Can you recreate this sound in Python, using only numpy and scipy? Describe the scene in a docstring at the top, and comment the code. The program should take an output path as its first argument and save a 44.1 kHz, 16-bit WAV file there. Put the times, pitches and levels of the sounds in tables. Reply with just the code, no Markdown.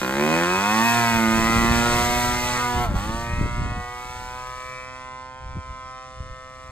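"""Over open grass a small diesel two-stroke on a model plane revs up in a raised hand, sags as it is thrown and flies off.
Each firing is a pulse that rings the exhaust and the airframe; the propeller is a set of sines on multiples of
the shaft rate, and gas and blade tips hiss as coloured noise. The ground returns an echo whose lag follows the
flight. Gusts buffet a phone with two microphone ports as low noise and single slaps."""
import sys
import numpy as np
from scipy import signal
from scipy.fft import rfft, irfft, next_fast_len
from scipy.io import wavfile
from scipy.ndimage import uniform_filter1d, map_coordinates

SR = 44100
rng = np.random.default_rng(int(sys.argv[2]) if len(sys.argv) > 2 else 0)


def dump_mix(stems):
    """Bounce the given channels to the path in sys.argv[1] as a 16-bit WAV at rate SR."""
    frames = np.atleast_2d(stems).T  # one column per channel
    limited = np.clip(frames, -1, 1)  # hard clip at full scale
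    pcm = np.round(limited * 32767).astype(np.int16)
    wavfile.write(sys.argv[1], SR, pcm)


N = 295911

THROW_S, SAG_S = 2.945, 0.105  # moment of the throw, length of the sag that leads up to it
SETTLE_S = 3.5  # after the throw the engine unloads and smooths out


def undb(db):
    """Level law: amplitude is ten to the power of dB / 20."""
    return 10 ** (np.asarray(db) / 20)


def unit(x):
    """Normalisation to a mean square of one."""
    return x / np.sqrt(np.mean(x ** 2))


def ramp(start_s, length_s):
    """Linear transition: 0 before start, 1 after start + length."""
    return np.clip((np.arange(N) / SR - start_s) / length_s, 0, 1)


def blend(share, a, b):
    """Linear interpolation from a to b."""
    return a + share * (b - a)


def play(table):
    """Linear interpolation in time of the columns of (s, ..) rows, one value per sample."""
    s, *columns = np.transpose(table)
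    return [np.interp(np.arange(N) / SR, s, column) for column in columns]


def shape(x, gain):
    """Linear filtering: the spectrum times a complex gain, a function of Hz."""
    size = next_fast_len(N + SR // 4)
    f = np.arange(1, size // 2 + 2) * SR / size
    return irfft(rfft(x, size) * gain(f), size)[..., :N]


def noise(points):
    """Coloured Gaussian noise of rms 1, its relative density given by (Hz, dB per Hz) points."""
    hz, db = np.transpose(points)
    white = rng.standard_normal(N)
    return unit(shape(white, lambda f: undb(np.interp(np.log(f), np.log(hz), db))))


def walk(rate):
    """Slow random modulation of rms 1: levels held 1 / rate s and slewed twice."""
    hold = int(SR / rate)
    steps = np.repeat(rng.standard_normal(N // hold + 1), hold)
    return unit(uniform_filter1d(uniform_filter1d(steps, hold), hold)[:N])


def ring(x, modes):
    """Resonance: parallel second-order modes (Hz, width Hz, dB) of alternating sign."""
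    def gain(f):
        return sum((-1) ** k * undb(db) * 1j * f * width / (hz ** 2 - f ** 2 + 1j * f * width)
                   for k, (hz, width, db) in enumerate(modes))
    return shape(x, gain)


def late(x, lag_ms):
    """Propagation delay: a moving lag shifts the pitch as a changing path does."""
    return map_coordinates(x, [np.arange(N) - lag_ms * SR / 1000], order=3)


def tones(turns, orders, waver_db):
    """Harmonic synthesis: wavering sines on multiples of the shaft rate, rms 1 at 0 dB."""
    return np.sqrt(2) * sum(undb(db + waver_db * walk(5.13)) * np.sin(2 * np.pi * k * turns + k ** 2)
                            for k, db in orders)


def field():
    """Diffuse background: independent steady noise at each port."""
    # Each row: frequency in Hz, relative density in dB per Hz.
    spectrum = [(100, 0), (300, -8), (1000, -20), (3000, -31), (8000, -36), (10000, -55), (15000, -75)]
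    return undb(-56) * np.array([noise(spectrum), noise(spectrum)])


def slaps():
    """Transient pressure: single eddies strike as short damped swings."""
    # Each row: start in seconds, relative size in dB, nominal pitch in Hz.
    thumps = [(1.499, -8.5, 218.7), (1.617, -6.5, 222), (1.647, -5.5, 242), (1.709, -6, 93.75),
              (2.76, -13, 64.6), (2.888, -5.5, 82), (2.959, -9.5, 59.26), (3.299, -18.5, 40.6),
              (3.334, -10, 106.9), (3.411, -12, 53.5), (3.44, -19.5, 48.8), (3.542, -17, 51.3),
              (3.618, -7.5, 108), (3.768, -12, 59.6), (5.461, -22, 56.75), (5.531, -27, 40.4),
              (5.568, -15.5, 160), (5.699, -24, 51.5), (6.203, -14.5, 72), (6.309, -23, 40.54)]
    t, total = np.arange(N) / SR, np.zeros(N)
    for s, db, hz in thumps:
        cycles = np.clip((t - s) * hz, 0, 9)
        swing = np.sin(2 * np.pi * cycles ** 0.94)  # the pitch falls slightly
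        total += undb(db) * swing * 4.25 * cycles * np.exp(-cycles / 0.27)
    return total


def wind():
    """Turbulent pressure: eddies hit both ports nearly alike as rumble, flutter on its crests, and slaps."""
    # Each row: time in seconds, rumble level in dB before buffeting.
    gusts = [(0, -46), (.61, -49), (1.05, -61), (1.16, -30), (1.22, -44), (1.38, -28.5), (1.6, -25.5),
             (2.3, -32), (2.7, -43), (2.76, -28.5), (2.97, -26.5), (3.03, -33.5), (3.26, -31.5),
             (3.32, -26.5), (3.46, -23), (3.5, -31.5), (3.61, -21.5), (3.67, -28.5), (3.76, -27.5),
             (3.84, -40.5), (3.98, -45.5), (4.2, -39.5), (4.5, -48), (5.16, -54), (5.4, -46), (5.47, -37),
             (5.52, -37), (5.58, -29), (5.63, -50), (5.7, -41), (5.77, -48), (6.12, -54), (6.22, -38),
             (6.52, -54.5), (6.71, -40)]
    # Rumble, then flutter. Each row: frequency in Hz, relative density in dB per Hz.
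    rumble_colour = [(10, -19), (25, 2), (60, 3.5), (100, -0.5), (140, -3.5), (250, -58), (800, -110)]
    flutter_colour = [(60, -52), (110, -1), (170, 5.5), (260, 1.5), (400, -16), (650, -18), (1500, -100)]
    rumble_db = play(gusts)[0]
    flutter_db = -37.5 + 1.5 * (rumble_db + 29.5)  # flutter grows faster than rumble
    buffet = walk(30)

    def eddies():
        rumble = noise(rumble_colour)
        crest = unit(0.35 + np.abs(rumble))
        flutter = crest * noise(flutter_colour)
        return undb(rumble_db + 1.137 * buffet) * rumble + undb(flutter_db + 3.2 * buffet) * flutter

    common = eddies() + slaps()
    opposed = undb(-13.0) * eddies()  # opposite in sign at the two ports
    return common + opposed * np.array([[1], [-1]])


def scatter(x):
    """Diffuse scattering: bodies and tufts nearby return a short decaying blur, different at each port."""
    level_db, decay_ms = -11, 12
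    t = np.arange(SR // 20) / SR
    blur = rng.standard_normal((2, len(t))) * np.exp(-t * 1000 / decay_ms)
    blur = blur / np.linalg.norm(blur, axis=1, keepdims=True)
    return undb(level_db) * signal.fftconvolve(x[None], blur, axes=1)[:, :N]


def ground_echo(direct):
    """Reflection: the path via the grass arrives late and dulled."""
    # Each row: time in seconds, lag in ms, level of the echo in dB re the direct sound.
    path = [(0, 5.72, -6), (.9, 5.45, -6), (1.5, 5.8, -10.5), (2.3, 5.08, -1), (2.7, 4.1, 3.5),
            (3.0, 3.56, 3.5), (4.0, 2.463, 1.5), (4.5, 1.78, -2.5), (4.95, 1.54, -1), (5.5, 1.19, -7.5),
            (6.0, 1.66, -1), (6.71, 1.71, 5.5)]
    grass_hz = 2740
    dulled = shape(direct, lambda f: 1 / np.sqrt(1 + (f / grass_hz) ** 2))  # grass swallows the treble
    lag_ms, echo_db = play(path)
    return undb(echo_db) * late(dulled, lag_ms)


def hiss(turns, hiss_db, dip_db):
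    """Modulated jet noise: gas rushes out as the port opens, once a turn."""
    # Main hiss, then top hiss. Each row: frequency in Hz, relative density in dB per Hz.
    main_colour = [(1500, 0.5), (2600, 4), (3400, 0), (4200, 0.5), (4700, -2), (5300, 0), (5900, -0.5),
                   (6600, -1), (7200, -4), (8200, -1), (10000, -6), (11500, -74), (15000, -21)]
    top_colour = [(8500, -46), (10500, 1.5), (12500, 3.5), (14500, -3), (15600, -20)]
    # Each row: time in seconds, level of the top hiss in dB before the dip and the flicker.
    top_level = [(0, -47), (.5, -48), (.9, -40), (1.5, -46), (2.0, -40.5), (2.56, -46.5), (3.1, -54.5),
                 (3.74, -70), (4.07, -58.5), (4.67, -67), (5.2, -87), (6.2, -88), (6.63, -76)]
    top_db = play(top_level)[0] + dip_db
    puff = unit(0.5 + np.exp(-(turns % 1) / 1.64))
    main = undb(hiss_db + dip_db + 0.7 * walk(15)) * noise(main_colour)
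    top = undb(top_db + 1.4 * walk(15)) * noise(top_colour)
    return puff * (main + top)


def propeller(turns, exhaust_db):
    """Rotating-blade harmonics: drone, chop on even multiples, and out-of-balance shake at the shaft rate."""
    # Each row: time in seconds, drone level in dB, shake level in dB.
    shaft = [(0, -69, -49), (.55, -43, -41), (.8, -22.5, -36), (1.0, -24, -27.5), (1.25, -21, -33.5),
             (1.5, -22.5, -32), (1.8, -22, -31.5), (2.1, -29, -37), (2.45, -34, -38.5), (2.8, -30.5, -36),
             (2.93, -46, -35), (3.1, -35, -41), (3.8, -62, -50.5), (4.6, -63, -54), (4.9, -58, -53.5),
             (6.71, -66, -60.5)]
    # Drone, then chop. Each row: multiple of the shaft rate, relative level in dB.
    drone_orders = [(2, 3), (3, -6), (4, -26.5)]
    chop_orders = [(4, -4.5), (6, 2.5), (8, 2.5), (10, 1.5), (12, -6.5), (14, -10.5), (16, -1.5),
                   (18, -2.5)]
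    drone_db, shake_db = play(shaft)
    # the holder turns the tail to the listener, baring the blades: chop in dB re exhaust
    held_db = blend(ramp(1.51, 0.36), -35.5, -11)
    chop_db = blend(ramp(THROW_S, SETTLE_S), held_db, -7)
    drone = undb(drone_db) * tones(turns, drone_orders, 1.0)
    # two blades sweep past wing and pylon twice a turn
    chop = undb(exhaust_db + chop_db) * tones(turns, chop_orders, 4)
    shake = np.sqrt(2) * undb(shake_db) * np.sin(2 * np.pi * turns)
    return drone + chop + shake


def airframe(pulses):
    """Structural resonance: each firing rings the frame."""
    # Each row: frequency in Hz, width in Hz, relative level in dB.
    frame_modes = [(231, 34.6, 5), (362, 29.7, 2.5), (535, 190, -7.5)]
    # re the exhaust it shakes most while the engine runs up
    frame_db = 3 - 8.5 * ramp(0.61, 0.24) - 22 * ramp(1.9, 1.4)
    return undb(frame_db + 2.7 * walk(4.4)) * unit(ring(pulses, frame_modes))


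def exhaust_crack(pulses, gas_db):
    """Source and filter: pulses and turbulence excite the resonances of the open exhaust."""
    # Low, main, upper and treble resonances. Each row: frequency in Hz, width in Hz, relative level in dB.
    low_modes = [(590, 600, -2.5), (633, 730, -1.5)]
    main_modes = [(996, 566, 12.5), (1560, 420, 3.5), (1620, 750, -3)]
    upper_modes = [(2110, 414, -8), (2515, 125, -7)]
    treble_modes = [(3560, 680, -14.5), (4260, 240, -19), (5170, 190, -4), (6300, 1650, -9.5)]
    # Each row: time in seconds, gain of the upper modes in dB before wavering, gain of the treble modes in dB.
    upper_level = [(0, 15, -5), (.8, 14.5, 7.5), (1.2, 16, -2), (1.8, 16.5, 3), (2.6, 15, 5),
                   (2.93, -5, -1), (3.3, 14, -2), (4.2, 7, 9), (4.8, 18.5, 8.5), (5.3, -7, 7.5),
                   (6.0, -29, 13.5), (6.71, 18, 9.5)]
    upper_db, treble_db = play(upper_level)
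    gas = pulses + undb(gas_db) * pulses.std() * rng.standard_normal(N)
    low = undb(4.5 + 2 * walk(3.84)) * ring(gas, low_modes)
    upper = undb(upper_db + 2 * walk(3.783)) * ring(gas, upper_modes)
    treble = undb(treble_db) * ring(gas, treble_modes)
    crack = unit(ring(gas, main_modes) + low - upper - treble)
    return shape(crack, lambda f: 1 / (1 + (f / 5150.0) ** 6))  # the crack has little above this


def near_echoes(crack):
    """Early reflection: the wing, and until the throw the holder, return close copies."""
    # The holder's arm, head and shoulders. Each row: mean lag in ms, level in dB.
    holder = [(.9, -9), (2.6, -10), (4.1, -11)]
    sway_ms, sways_per_s = 0.45, 5
    crack = crack + undb(-10) * late(crack, 1.5 + 0.2 * walk(3))  # the wing rocks
    echoes = sum(undb(db) * late(crack, ms + sway_ms * walk(sways_per_s)) for ms, db in holder)
    return crack + (1 - ramp(THROW_S - SAG_S, SAG_S)) * echoes


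def firings(turns, scatter_ms, scatter_db):
    """Jittered pulse train: one band-limited pulse a shaft turn, each a little early or late, weak or strong."""
    at = np.interp(np.arange(1, int(turns[-1])), turns, np.arange(N))
    nominal = at.astype(int)
    time_chance, size_chance = rng.standard_normal((2, len(at)))
    size = undb(scatter_db[nominal] * size_chance)
    at = at + scatter_ms[nominal] * time_chance * SR / 1000
    place = at.astype(int)[:, None] + np.arange(-7, 9)
    off = place - at[:, None]
    out = np.zeros(N + 16)
    np.add.at(out, place, size[:, None] * np.sinc(off) * np.cos(np.pi * off / 16) ** 2)  # windowed sinc
    return out[:N]


def starvation():
    """Relaxation: the throw starves the engine, which sags, stumbles and picks up again."""
    recover_s, recover_power = 0.115, 1.25
    after = np.maximum(np.arange(N) / SR - THROW_S, 0)
    return ramp(THROW_S - SAG_S, SAG_S) * np.exp(-(after / recover_s) ** recover_power)


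def burning(starved):
    """Combustion variability: rms timing scatter (ms), size scatter (dB), turbulent share of the exhaust (dB)."""
    settled = ramp(THROW_S, SETTLE_S)

    def course(held, worst, flying):
        return blend(starved ** 2, blend(settled, held, flying), worst)

    return course(0.011, 0.3, 0.005), course(0.7, 2.5, 0.3), course(-17, -4, -25)


def plane():
    """Superposition: exhaust, airframe, propeller and hiss add, with the ground echo of exhaust and airframe."""
    # Each row: time in seconds, firing rate in Hz before the sag, exhaust level in dB and hiss level in dB
    # before the dips and the echoes.
    flight = [(0, 62.9, -30, -36), (.09, 64.5, -30, -38.5), (.35, 82.4, -26, -34.5),
              (.5, 89.95, -25, -34.5), (.73, 108, -24, -31), (.86, 116.2, -24, -29.5),
              (.97, 118.4, -23, -28), (1.25, 112, -25.5, -32), (1.44, 112.9, -24, -31.5),
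              (1.76, 117.5, -24, -29.5), (2.09, 120.8, -28.5, -28), (2.56, 123.2, -31, -30.5),
              (2.78, 121.1, -31.5, -38), (3.3, 117.8, -36, -42.5), (3.74, 121.4, -38, -48),
              (4.07, 123.6, -40.5, -44.5), (4.67, 127.6, -40.5, -48.5), (5.4, 129.1, -45, -58),
              (5.98, 129.1, -45.5, -56.5), (6.71, 129.4, -49.5, -56.5)]
    hz, exhaust_db, hiss_db = play(flight)
    starved = starvation()
    # buzz and hiss drop for a moment as the arm whips forward
    drop_s, edge_s, hold_s = 2.85, 0.026, 0.064
    drop = ramp(drop_s, edge_s) - ramp(drop_s + edge_s + hold_s, edge_s)
    hz = hz - 32 * starved
    exhaust_db = exhaust_db - 4 * starved - 5 * drop
    scatter_ms, scatter_db, gas_db = burning(starved)
    turns = np.cumsum(hz) / SR
    pulses = firings(turns, scatter_ms, scatter_db) / np.sqrt(hz)  # power stays put as the rate climbs
    exhaust = near_echoes(exhaust_crack(pulses, gas_db))
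    direct = undb(exhaust_db) * (exhaust + airframe(pulses))
    jerked = turns + scatter_ms * hz / 1000 * walk(60)  # uneven burning jerks the shaft
    return direct + ground_echo(direct) + hiss(turns, hiss_db, -7 * drop) + propeller(jerked, exhaust_db)


def at_ports(sound):
    """Diffraction: the phone's body delays and shades the sound differently on its way to each port."""
    # Each row: frequency in Hz, phase in radians by which left leads.
    port_phase = [(0, 0), (1810, 0.6), (2670, 2.2), (3450, 1.8), (4130, -0.2), (5170, 2.6), (5770, 3.0),
                  (6980, 0.2), (8180, -0.3), (9990, -3.1), (10900, -3.1), (13100, -6.2), (14800, -6.5),
                  (15200, -7.9)]
    # Each row: frequency in Hz, left minus right in dB.
    port_balance = [(60, -6), (200, -1), (700, -2), (1500, 0.5), (2500, -0.5), (3600, 4), (4400, 1),
                    (5200, -6), (6200, -6.5), (7000, 2), (8200, 0.5), (10000, -1), (15000, 1)]
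    phase_hz, lead = np.transpose(port_phase)
    balance_hz, db = np.transpose(port_balance)

    def left_over_right(f):
        balance = undb(np.interp(np.log(f), np.log(balance_hz), db))
        return np.exp(1j * np.interp(f, phase_hz, lead)) * balance

    halves = np.array([[0.5], [-0.5]])  # each port takes half the difference
    return shape(sound, lambda f: left_over_right(f) ** halves)


def scene():
    """Superposition at the two ports of plane, scattered sound, wind and background."""
    sound = -plane()  # the ports read a pressure rise as a negative swing
    return field() + wind() + scatter(sound) + at_ports(sound)


def record(dry):
    """Band limiting: the phone cuts the top with a steep elliptic low-pass."""
    top_hz = 15676
    return signal.sosfilt(signal.ellip(12, 0.2, 70, top_hz, fs=SR, output="sos"), dry)


dry = scene()
out = record(dry)
dump_mix(out)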